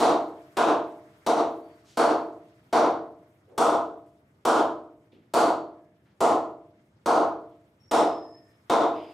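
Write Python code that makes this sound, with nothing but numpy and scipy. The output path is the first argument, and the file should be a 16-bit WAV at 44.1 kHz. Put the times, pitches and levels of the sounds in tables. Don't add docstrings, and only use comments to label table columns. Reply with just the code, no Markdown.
import sys
import numpy as np
from scipy import signal
from scipy.io import wavfile
from scipy.ndimage import uniform_filter1d, minimum_filter1d

SR = 44100
rng = np.random.default_rng(int(sys.argv[2]) if len(sys.argv) > 2 else 0)


def attenuation_scalar(level_db):
    decades = np.asarray(level_db, float) / 20
    return 10 ** decades


def wrap_up_sound(samples):
    columns = np.atleast_2d(samples).T
    tamed = np.clip(columns, -1, 1)
    steps = np.round(tamed * 32767).astype(np.int16)
    wavfile.write(sys.argv[1], SR, steps)


N = 402633
RING = int(0.85 * SR)
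THIRD_OCTAVES_HZ = 22 * 2 ** np.arange(0, 9.7, 1 / 3)


def at_hz(points, hz, axis=1):
    points = np.array(points)
    return np.interp(np.log(hz), np.log(points[:, 0]), points[:, axis])


def rms_one(x):
    return x / np.sqrt(np.mean(x ** 2) + 1e-20)


def band(x, low_hz, high_hz):
    sos = signal.butter(2, [low_hz, min(high_hz, 0.45 * SR)], "band", fs=SR, output="sos")
    return signal.sosfilt(sos, x)


def mode(hz, t60, t):
    return np.sin(2 * np.pi * hz * t) * attenuation_scalar(-60 * t / t60)


def add(out, x, start_s):
    i = max(round(start_s * SR), 0)
    out[:, i:i + x.shape[-1]] += x[..., :N - i]


# pitch_hz [Hz], level_db [dB], t60_s [s]
BLADE = [(348, -16.5, 0.033), (686, -3, 0.011), (850, -8.5, 0.0075), (1053, -8.5, 0.026), (1280, 2, 0.023),
         (1420, -4.5, 0.057)]


def push(db, low_db, t):
    contact_ms = 1.004 * attenuation_scalar(0.49 * (-16 - db))
    force = np.sin(np.pi * np.minimum(t * 1000 / contact_ms, 1)).clip(0) ** 2
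    blade = 0
    for hz, level_db, t60 in BLADE:
        luck_db = 1.6 * rng.standard_normal()
        lean_db = low_db * np.log2(700 / hz)
        blade = blade + attenuation_scalar(level_db + lean_db + luck_db) * mode(hz, t60, t)
    air = -np.gradient(force) * attenuation_scalar(19.5)
    bend = np.convolve(force, blade)[:len(t)] * attenuation_scalar(-32.5)
    leather = signal.butter(2, 1700, fs=SR, output="sos")
    return signal.sosfilt(leather, signal.sosfilt(leather, air + bend))


# pitch_hz [Hz], width_hz [Hz], level_db [dB]
FACE = [(2190, 380, -1), (2760, 600, -13), (3160, 580, 1), (3740, 410, 4), (4500, 370, 1), (5300, 710, 3),
        (5900, 350, -2.5), (6800, 510, -7.5), (7210, 430, -3), (8120, 660, 2), (8870, 700, -7.5),
        (10400, 1100, -6.5), (11900, 900, -11), (13500, 3400, -17.5)]


def crack(tilt_db, spot_hz, t):
    scatter_db, spot_db, spot_width_hz = 2.5, -1.5, 280
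    luck = np.diff(rng.standard_normal(len(FACE) + 1)) / np.sqrt(2)
    face = 0
    for (hz, width_hz, level_db), a in zip(FACE, luck):
        gain = attenuation_scalar(level_db + tilt_db * np.log2(hz / 4000) + scatter_db * a)
        face = face + gain * mode(hz, 1.3 / width_hz, t)
    peak = signal.iirpeak(spot_hz, spot_hz / spot_width_hz, SR)
    return face + attenuation_scalar(spot_db) * signal.lfilter(*peak, face)


def knock(db, tilt_db, low_db, spot_hz):
    t = np.arange(1500) / SR
    return push(db, low_db, t) - attenuation_scalar(-20 + 0.16 * low_db) * crack(tilt_db, spot_hz, t)


# pitch_hz [Hz], level_db [dB], t60_s [s]
PANES = [(152.4, -39.5, 0.76), (229.8, -34.5, 0.55), (255, -24, 0.58), (303.3, -24, 0.81),
         (327, -19.5, 0.74), (349.3, -26, 0.69), (394, -25, 0.4), (412.6, -26, 0.7), (451.5, -18, 0.66),
         (470.6, -21, 0.61), (589, -26.5, 0.55), (616, -23.5, 0.82), (678.6, -12, 0.64), (706.3, -18, .55)]


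def sympathetic_ring(t):
    lag_s, lag_scatter_s = 0.00785, 0.00029
    level_scatter_db, sway_db = 1.3, 0.6
    luck = rng.standard_normal((len(PANES), 3))
    ring = 0
    for k, ((hz, level_db, t60), (a, b, c)) in enumerate(zip(PANES, luck)):
        pan_db = sway_db * np.array([[b], [-b]])
        gain = attenuation_scalar(level_db + level_scatter_db * a + pan_db)
        ring = ring + gain * (-1) ** k * mode(hz, t60, t - lag_s - lag_scatter_s * c)
    swell = 1 - np.exp(-t / 0.031)
    return attenuation_scalar(-1.5) * swell * ring


# pitch_hz [Hz], t60_s [s], tail_db [dB], side_minus_mid_db [dB]
ROOM = [(60, 1, -25.5, -17.5), (119, 0.62, -20.5, -18.5), (193, 0.43, -14, -16.5), (283, 0.65, -4.5, -35),
        (484, 0.52, -1.5, -13.5), (980, 0.47, 8, -11), (1590, 0.4, 2.3, -10), (2500, 0.38, 0.15, -8),
        (4000, 0.38, -0.3, -6.5), (7000, 0.3, 3, -10.5), (11100, 0.26, -2, -9.5),
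        (15000, 0.14, -10.5, -2.5)]


def tails(count):
    same_place, same_below_hz, build_up_s = 0.17, 610, 0.064
    t = np.arange(RING) / SR
    white = rng.standard_normal((count + 1, 2, 2, RING))
    out = 0
    for k, (low, high) in enumerate(zip(THIRD_OCTAVES_HZ[3::2], THIRD_OCTAVES_HZ[5::2])):
        hz = np.sqrt(low * high)
        width_db = [[0], [at_hz(ROOM, hz, axis=3)]]
        gain = attenuation_scalar(at_hz(ROOM, hz, axis=2) - 60 * t / at_hz(ROOM, hz) + width_db)
        same = same_place + (1 - same_place) / (1 + (hz / same_below_hz) ** 2)
        same = np.clip(same, 0, 1)
        noise = band(white[:, k % 2], low, high)
        out = out + gain * (np.sqrt(same) * noise[0] + np.sqrt(1 - same) * noise[1:])
    mid, side = out[:, 0], out[:, 1]
    return np.stack([mid + side, mid - side], axis=1) * (1 - np.exp(-t / build_up_s))


# delay_ms [ms], level_db [dB], pan_db [dB]
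ECHOES = [(0, -23.5, 0.5), (2.3, -15, 1.7), (5.2, -13, 0.2), (7.4, -26.5, -0.2), (10.5, -14.5, 4.5)]


def room_response(tail):
    room = attenuation_scalar(-20.5) * tail
    for delay_ms, level_db, pan_db in ECHOES:
        lag = round(delay_ms * (1 + 0.064 * rng.standard_normal()) * SR / 1000)
        room[:, lag] += attenuation_scalar(level_db + np.array([0.5, -0.5]) * pan_db)
    return room


# start_s [s], strength_db [dB], crack_tilt_db [dB per octave],
# low_lean_db toward the low modes [dB per octave], spot_hz of the place struck [Hz]
BLOWS = [(0.0, -18.5, -0.2, 6.5, 4100), (0.569, -16, -2, 7, 2600), (1.264, -18.5, -0.5, 5.5, 3900),
         (1.972, -16.5, -1.5, 6, 4400), (2.727, -17.5, -5.5, 4.5, 5750), (3.578, -17.5, 8, -5.1, 3450),
         (4.451, -16.5, 6.5, -3, 3150), (5.337, -17.5, 8, -1, 4500), (6.205, -19.5, 3, -4.4, 7500),
         (7.059, -17, -.1, -2.5, 6300), (7.912, -19, 2.5, -0.2, 5350), (8.697, -18, -3.5, 2.5, 3600)]


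def bat():
    out, t = np.zeros((2, N)), np.arange(RING) / SR
    for (start_s, db, tilt_db, low_db, spot_hz), tail in zip(BLOWS, tails(len(BLOWS))):
        dry_knock = knock(db, tilt_db, low_db, spot_hz)
        wet = signal.fftconvolve(room_response(tail), dry_knock[None])[:, :RING]
        add(out, attenuation_scalar(db + 18.5) * (wet + sympathetic_ring(t)), start_s)
    return out


# pitch_hz [Hz], density_db [dB per Hz]
HUM = [(15, -45), (25, -38.5), (53, -3.5), (85, -7), (131, 5), (170, -6), (329, -9.5), (552, -18.5),
       (1210, -26.5), (1590, -26.5), (2520, -36), (15100, -47.5), (16400, -47)]
# start_s [s], nearness_db [dB]
TRAFFIC = [
    (0, 11.5),
    (1.8, 9),
    (3.398, 2.3),
    (6.099, 0),
    (8.399, 3.7),
    (9.13, 10.5),
]


def traffic():
    rumble_db, rumble_follows = -62, 0.07
    patchy_db, patch_s, mono_above_hz = 2.5, 0.022, 5500
    t = np.arange(N) / SR
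    hiss_db = np.interp(t, *np.transpose(TRAFFIC))
    white, out, power = rng.standard_normal((2, 2, N)), 0, 0
    for k, (low, high) in enumerate(zip(THIRD_OCTAVES_HZ[::2], THIRD_OCTAVES_HZ[2::2])):
        hz = np.sqrt(low * high)
        mid, side = attenuation_scalar(at_hz(HUM, hz)) * band(white[k % 2], low, high)
        power += np.mean(mid ** 2)
        width = attenuation_scalar(at_hz(ROOM, hz, axis=3) + 9.5) / (1 + (hz / mono_above_hz) ** 4)
        side = side * width * [[1], [-1]]
        patches = np.interp(t / patch_s, np.arange(1000), rng.standard_normal(1000))
        follows_cars = np.clip(np.log2(hz / 500) / 1.2, 0, 1)
        out = out + attenuation_scalar((hiss_db + patchy_db * patches) * follows_cars) * (mid + side)
    return attenuation_scalar(rumble_db + rumble_follows * hiss_db) * out / np.sqrt(power)


# start_s [s], level_db [dB], centre_hz [Hz], width_oct [octaves],
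# rise_s [s]
RUSTLES = [
    (1.839, -55.5, 4000, 1.6, .074),
    (3.47, -46, 434, .8, 0.065),
    (.53, -76.5, 7800, .6, 0.0035),
    (4.06, -78.5, 5030, 2.5, 0.002),
    (5.118, -67, 2700, 0.94, 0.0045),
    (5.125, -52.5, 284, .9, .006),
    (6.045, -69.5, 1400, 1.9, .02),
    (7.509, -78.5, 3000, 0.94, .004),
    (8.91, -50, 2600, 0.72, 0.088),
]


def rustles():
    out, t = np.zeros((2, N)), np.arange(SR // 2) / SR
    for start_s, db, hz, octaves, rise_s in RUSTLES:
        half = 2 ** (octaves / 2)
        mid, side = rms_one(band(rng.standard_normal((2, len(t))), hz / half, hz * half))
        t60 = 0.49 + 4.7 * rise_s
        envelope = attenuation_scalar(db - 60 * t / t60) * np.minimum(t / rise_s, 1)
        add(out, (mid + 0.31 * side * [[1], [-1]]) * envelope, start_s)
    return out


# start_s [s], held_s [s], pitch_hz
# [Hz], width_hz [Hz], level_db [dB]
SQUEALS = [
    (1.618, 0.14, 4550, 170.2, -78.5),
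    (7.797, .16, 5520, 90, -66.5),
    (7.998, 0.35, 5180, 100, -58.5),
    (8.049, .45, 1790, 111, -71.5),
    (8.948, .2, 4920, 350, -68),
    (5.75, .4, 1700, 109, -82),
    (8.9, .25, 3420, 250, -79),
]


def squeals():
    attack_s, fall_db_s, octave_db = 0.011, 79, -30
    out, t = np.zeros((2, N)), np.arange(SR) / SR
    for start_s, held_s, hz, width_hz, db in SQUEALS:
        release = attenuation_scalar(-fall_db_s * np.maximum(t - held_s, 0)) * (1 - t)
        envelope = np.minimum(t / attack_s, 1) * release
        for k, level_db in ((1, db), (2, db + octave_db)):
            noise = rng.standard_normal((2, SR))
            mid, side = rms_one(band(noise, k * (hz - width_hz / 2), k * (hz + width_hz / 2)))
            add(out, (mid + 0.45 * side * [[1], [-1]]) * envelope * attenuation_scalar(level_db), start_s)
    return out


def scene():
    return bat() + traffic() + rustles() + squeals()


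def limiter(x):
    ceiling_db, grip, release_db_s = -14, 1.197, 193
    look_ahead_s, sense_s = 0.025, 0.0045
    power = uniform_filter1d((x ** 2).max(axis=0), max(round(sense_s * SR), 1))
    sensed = np.sqrt(power.clip(0))
    over_db = grip * np.maximum(20 * np.log10(sensed + 1e-9) - ceiling_db, 0)
    ramp = release_db_s * np.arange(N) / SR
    held = np.maximum.accumulate(over_db + ramp) - ramp
    ahead = round(look_ahead_s * SR)
    early = -minimum_filter1d(-held, 2 * ahead + 1)
    return x * attenuation_scalar(-uniform_filter1d(early, ahead))


def band_limit(x):
    return signal.sosfilt(signal.butter(12, 16550, fs=SR, output="sos"), x)


def record(dry):
    port_split_hz, mic_low_hz, top_hz = 330, 90, 16950
    mid = dry.mean(axis=0)
    side = signal.sosfilt(signal.butter(2, port_split_hz, "high", fs=SR, output="sos"), dry - mid)
    x = signal.sosfilt(signal.butter(2, mic_low_hz, "high", fs=SR, output="sos"), mid + side)
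    x = signal.sosfilt(signal.cheby2(10, 60, top_hz, fs=SR, output="sos"), limiter(x))
    return band_limit(x)


dry = scene()
out = record(dry)
wrap_up_sound(out)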